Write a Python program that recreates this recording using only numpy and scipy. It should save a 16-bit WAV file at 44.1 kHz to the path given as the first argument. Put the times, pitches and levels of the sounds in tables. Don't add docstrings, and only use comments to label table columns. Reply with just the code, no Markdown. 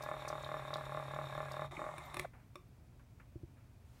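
import sys
import numpy as np
from scipy import signal
from scipy.fft import rfft, irfft
from scipy.io import wavfile
from scipy.ndimage import uniform_filter1d

SR = 44100
rng = np.random.default_rng(int(sys.argv[2]) if len(sys.argv) > 2 else 0)


def master(y):
    cut = np.clip(np.atleast_2d(y).T, -1, 1)
    pcm = np.round(cut * 32767)
    wavfile.write(sys.argv[1], SR, pcm.astype(np.int16))


N = 176400


def undb(db):
    return 10 ** (np.asarray(db) / 20)


def unit(x):
    return x / np.sqrt(np.mean(x ** 2))


def clock():
    return np.arange(N) / SR


def fade(t, fade_s):
    return (t >= 0) * np.exp(-np.log(1000) * np.maximum(t, 0) / fade_s)


def swell(t, length_s):
    return np.sin(np.pi * np.clip(t / length_s, 0, 1)) ** 2


def noise(colour):
    hz, db = np.array(sorted(colour)).T
    freqs = np.maximum(np.fft.rfftfreq(N, 1 / SR), 1)
    gains = undb(np.interp(np.log(freqs), np.log(hz), db))
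    return unit(irfft(rfft(rng.standard_normal(N)) * gains, N))


def wander(rate_hz):
    width = max(int(SR / rate_hz), 1)
    return unit(uniform_filter1d(uniform_filter1d(rng.standard_normal(N), width), width))


def through(x, response):
    return signal.fftconvolve(x, response)[:N]


def blows(rows):
    taps = np.zeros(N)
    for start_s, db in rows:
        taps[int(np.clip(start_s * SR, 0, N - 1))] += undb(db)
    return taps


def ring(tones, contact_s=0, wave=np.cos):
    t = clock()[:N // 8]
    sound = sum(undb(db) * wave(2 * np.pi * hz * t) * fade(t, fade_s) for hz, db, fade_s in tones)
    if contact_s:
        sound = signal.fftconvolve(sound, swell(t, contact_s))[:len(t)]
    return -sound / np.abs(sound).max()


# pitch_hz, relative_level_db
ROOM_COLOUR = [(12, -44), (20, -1.5), (110, -1.5), (163, -10.5), (262, -14.5), (293, -18), (472, -24.5),
               (513, -24.5), (698, -24.5), (780, -27.5), (976, -29), (1960, -35), (2460, -33.5),
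               (2820, -38.5), (3740, -40), (13200, -45.5), (16000, -44)]

def quiet_room():
    rumble_db, mains_db, mains_hz = -59, -67.5, 122.5
    mains = np.sqrt(2) * np.sin(2 * np.pi * mains_hz * clock())
    return undb(rumble_db) * noise(ROOM_COLOUR) + undb(mains_db) * mains


PUMP_STROKES = [.1150, 0.3286, 0.5428, 0.7583, .9738, 1.1891, 1.4047, 1.6205]
# time_s, speed_hz
BACK_SPEED = [(1.71, 139), (1.78, 159.8), (1.85, 159), (1.93, 151.9), (2.2, 147.3)]
# time_s, level_db
HUM_LEVELS = [(0, -61), (.4, -58.5), (.8, -55), (1.66, -54), (1.75, -65), (2.1, -66), (2.2, -59)]
# pitch_hz, relative_level_db
FORWARD_WHIRR = [(200, -10), (480, -6), (620, -3.5), (950, 1.5), (1200, -6), (1500, -8), (1900, -6),
                 (2450, -7.5), (2950, -22), (4200, -20.5), (4950, -32), (7200, -26.5), (8500, -25),
                 (12200, -28), (13500, -51), (16000, -47)]
BACK_WHIRR = [(200, -17), (350, -7), (480, -12), (620, 1.5), (900, 2), (1170, 5), (1550, -11), (2150, -5.5),
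              (2900, -21), (4100, -21), (4900, -29), (7300, -21), (10000, -25.5), (13500, -37),
              (16000, -40)]
# pitch_hz, width_hz, relative_level_db
SHELL_TONES = [(3670, 124, 13.5), (5414, 113, -3), (6960, 130, -4.5), (12200, 450, -11)]
PAUSE_S, BACK_S, STOP_S = 1.655, 1.709, 2.235

def motor():
    t = clock()
    run_up_s, run_down_s = 0.0067, 0.048
    forward = np.clip(1 - (t - PAUSE_S) / run_down_s, 0, 1) ** 2
    back = np.clip((t - BACK_S) / run_up_s, 0, 1) * np.clip(1 - (t - STOP_S) / run_down_s, 0, 1) ** 2

    forward_hz, swing, lead_s = 140, 0.0391, 0.007
    turn_s = np.mean(np.diff(PUMP_STROKES[1:]))
    stroke = np.cos(2 * np.pi * (t - PUMP_STROKES[-1] + lead_s) / turn_s)
    back_hz = np.interp(t, *np.array(BACK_SPEED).T)
    speed_hz = np.where(t < BACK_S, forward_hz * (1 + swing * stroke), back_hz)
    shaft_angle = 2 * np.pi * np.cumsum(speed_hz * (1 + 0.0039 * wander(61))) / SR

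    hum_db = np.interp(t, *np.array(HUM_LEVELS).T) + wander(60)
    hum_on = np.clip((STOP_S - t) / run_down_s + 1, 0, 1)
    hum = np.sqrt(2) * np.sin(shaft_angle) * undb(hum_db) * hum_on

    gear_teeth = 12
    forward_whine = undb(-59) * forward * np.sin(gear_teeth * shaft_angle)
    back_whine = undb(-66) * back * (np.sin(gear_teeth * shaft_angle) + np.sin(14 * shaft_angle))
    whine = unit(undb(3.6 * wander(80))) * (forward_whine + back_whine)

    pulsing = unit(1 + 0.12 * np.cos(shaft_angle))
    loaded = forward * undb(-0.5 * stroke)
    forward_whirr = undb(-55.5) * loaded * noise(FORWARD_WHIRR)
    back_whirr = undb(-52 - 7.5 * (t - BACK_S)) * back * noise(BACK_WHIRR)
    whirr = pulsing * (forward_whirr + back_whirr)

    rattle = rng.standard_normal(N) * pulsing * undb(4 * wander(300))
    shell = unit(sum(undb(db) * signal.lfilter(*signal.iirpeak(hz, hz / width_hz, fs=SR), rattle)
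                     for hz, width_hz, db in SHELL_TONES))
    return hum + whine + whirr + shell * (undb(-62) * loaded + undb(-68.5) * back)


# time_from_stroke_s, relative_level_db
TURN_KNOCKS = [(-.1063, -2), (-.0786, -1.5), (-.0519, 1.5), (-.0257, 3), (0, 4), (.0255, 0), (.0527, -0.5),
               (.0807, -5)]
# start_s, relative_level_db
BACK_KNOCKS = [(1.7939, 1.5), (1.8178, 2), (1.8415, 1), (1.8657, 1), (1.8902, 0), (1.9150, -11),
               (1.9400, -6)]
# pitch_hz, relative_level_db, fade_s
HOUSING_TONES = [(340, -17, .09), (434, -19.5, .09), (621, -7, 0.086), (630.2, -3.5, 0.06),
                 (685, -14.5, 0.14), (780, -8.5, .07), (816, -2.5, 0.098), (1078, 2, 0.028),
                 (1147.4, 4, 0.019), (1364, -3.5, 0.057), (1715, -8.5, 0.033), (2010, -4, 0.046),
                 (2120, -12.5, 0.05), (2600, -11.5, 0.026)]

def gear_knocks():
    contact_s, touch_lead_s = 0.00062, 0.00172
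    knocks = [(stroke_s + offset_s, db) for stroke_s in PUMP_STROKES for offset_s, db in TURN_KNOCKS
              if stroke_s + offset_s < PAUSE_S] + list(BACK_KNOCKS)
    force, t = np.zeros(N), np.arange(128) / SR
    for knock_s, db in knocks:
        push = swell(t, contact_s * (1 - .02 * db))
        knock = (knock_s, db + 0.37 * rng.standard_normal())
        touch = (knock_s - touch_lead_s, db - 12 + rng.standard_normal())
        for peak_s, push_db in knock, touch:
            first = max(int(peak_s * SR) - np.argmax(push), 0)
            force[first:first + len(t)] += undb(push_db) * push / push.sum()
    return undb(-25) * through(force, ring(HOUSING_TONES))


# start_s, middle_pitch_hz, length_s, level_db, fizz_vs_squeak_db
SQUEAKS = [(0.018, 5800, .016, -57.5, 0.5), (.034, 13500, 0.0089, -53, -3), (.089, 8700, 0.0078, -60, -8),
           (0.254, 2200, 0.0045, -42, -29), (0.278, 8600, 0.0094, -52.5, -3), (0.28, 5700, 0.018, -47, -7),
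           (0.422, 7000, 0.013, -59, -7), (0.442, 3750, 0.0098, -42.5, -22),
           (0.737, 3800, 0.0089, -37.5, -18), (0.7375, 4700, 0.0039, -44.5, -11),
           (0.768, 9400, 0.0045, -58, 2), (1.516, 4400, 0.0093, -56.5, 4), (1.765, 2320, 0.011, -41, -44),
           (2.040, 13400, 0.041, -65, -7), (2.191, 5000, 0.0046, -50, 0.5),
           (2.253, 13500, 0.0035, -66, -17)]
# pitch_hz, relative_level_db
FIZZ_COLOUR = [(1500, -57), (4500, 2.5), (9000, -6), (16000, -14)]

def nozzle_squeaks():
    t, sound, fizz = clock(), np.zeros(N), noise(FIZZ_COLOUR)
    wobble = 1 + 0.0713 * wander(2500)
    for start_s, hz, length_s, db, fizz_db in SQUEAKS:
        progress = np.clip((t - start_s) / length_s, 0, 1)
        pitch_hz = hz * wobble * (1 - .35 * (progress - .5))
        squeak = np.sin(2 * np.pi * np.cumsum(pitch_hz) / SR)
        sound += undb(db) * swell(t - start_s, length_s) * (squeak + undb(fizz_db) * fizz)
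    return sound


# start_s, relative_ring_db, relative_crack_db
CLICKS = [(1.7111, -19, -31), (1.9817, -13, -7.5), (2.1434, -9, -3.5), (2.1689, -4.5, -1.5),
          (2.196, -6, 2.5), (2.5565, -9.5, -15.5)]
# pitch_hz, relative_level_db, fade_s
CLICK_TONES = [(127.5, -19, 0.23), (361.8, -10.5, 0.15), (593, -13.5, 0.083), (1146, -0.5, 0.039),
               (1267, -11, 0.044), (2080, -2.5, 0.011), (2330, -2, .016), (3560, -6.5, 0.022),
               (5470, -15.5, 0.038), (9100, -34, 0.027)]
# pitch_hz, relative_level_db
CRACK_COLOUR = [(500, 2), (1500, 0), (2200, 11.5), (3000, -10), (3900, 0.5), (4900, -20), (6500, -16),
                (9500, -5), (12000, -15), (16000, -20)]

def plastic_clicks():
    crack_lag_s, crack_rise_s = 0.00057, 0.0013
    t, bursts = clock(), np.zeros(N)
    taps = blows([(start_s, ring_db) for start_s, ring_db, _ in CLICKS])
    ringing = through(taps, ring(CLICK_TONES, contact_s=.0001, wave=np.sin))
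    for start_s, _, crack_db in CLICKS:
        age = t - start_s - crack_lag_s
        rise = np.clip(age / crack_rise_s + 1, 0, 1)
        since_peak = np.maximum(age, 0)
        fall = fade(since_peak, 0.015) + undb(-17) * fade(since_peak, 0.023)
        bursts += undb(crack_db) * rise * fall
    return undb(-24) * ringing + undb(-34.5) * bursts * noise(CRACK_COLOUR)


# start_s, starting_pitch_hz, level_db
GLUGS = [(1.724, 646, -46), (1.732, 346, -46), (1.747, 200, -67), (1.777, 304, -40.5), (1.800, 395, -44),
         (1.814, 233, -50), (1.828, 334, -45.5), (1.843, 423, -46)]

def gel_glugs():
    fade_s, rise_per_s = 0.036, 6.5
    t, sound = clock(), np.zeros(N)
    for start_s, hz, db in GLUGS:
        age = t - start_s
        phase = 2 * np.pi * hz * age * (1 + rise_per_s * age / 2)
        sound += undb(db) * fade(age, fade_s) * np.sin(phase)
    return sound


BRAKE_TONES = [0, -10, -16, -30]

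def brake():
    start_s, length_s, from_hz, to_hz = 2.2415, .020, 720, 560
    age = clock() - start_s
    pitch_hz = np.interp(age, [0, length_s], [from_hz, to_hz]) * (1 + 0.15 * wander(900))
    phase = 2 * np.pi * np.cumsum(pitch_hz) / SR
    chirp = sum(undb(db) * np.sin(k * phase) for k, db in enumerate(BRAKE_TONES, 1))
    grit = undb(-18.5) * noise(FORWARD_WHIRR)
    return undb(-37) * swell(age, length_s) * (chirp + grit)


# start_s, level_db, fade_s
BRUSHES = [(2.334, -61, 0.39), (2.996, -64, 0.12), (3.198, -57, 0.12), (3.57, -69.5, 0.37)]
# pitch_hz, relative_level_db
BRUSH_COLOUR = [(200, -3), (1100, 1), (2400, -4), (4000, -31), (9000, -34)]

def hand_brushes():
    t = clock()
    loudness = sum(undb(db) * fade(t - start_s, fade_s) for start_s, db, fade_s in BRUSHES)
    return loudness * noise(BRUSH_COLOUR)


# start_s, level_db
BUMPS = [(3.3565, -35), (3.4325, -36)]
# pitch_hz, relative_level_db, fade_s
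BUMP_TONES = [(70, -16, 0.038), (117.6, 3.5, 0.043), (337, 0.5, 0.05), (576, -7.5, 0.037)]

def hand_bumps():
    return through(blows(BUMPS), ring(BUMP_TONES, contact_s=0.0024, wave=np.sin))


# pitch_hz, relative_level_db
HISS_COLOUR = [(300, 1), (1000, -4.5), (3500, -11), (9000, -16.5), (16000, -21)]

def closing_hiss():
    t, start_s = clock(), 3.77
    return undb(-69) * np.interp(t, [start_s, t[-1]], [0, 1]) * noise(HISS_COLOUR)


def scene():
    echo_db, echo_delay_s, echo_fade_s = -10, .004, 0.21
    dispenser = motor() + gear_knocks() + nozzle_squeaks() + plastic_clicks() + gel_glugs()
    tail = (rng.standard_normal(N) * fade(clock() - echo_delay_s, echo_fade_s))[:N // 4]
    echo = undb(echo_db) * through(dispenser, tail / np.linalg.norm(tail))
    return (quiet_room() + dispenser + echo + brake() + hand_brushes() + hand_bumps() + closing_hiss())[None]


def record(dry):
    lowest_hz, highest_hz = 39, 15800
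    bass_cut = signal.butter(4, lowest_hz, "high", fs=SR, output="sos")
    treble_cut = signal.ellip(10, .1, 60, highest_hz, fs=SR, output="sos")
    return signal.sosfilt(treble_cut, signal.sosfilt(bass_cut, dry))


dry = scene()
out = record(dry)
master(out)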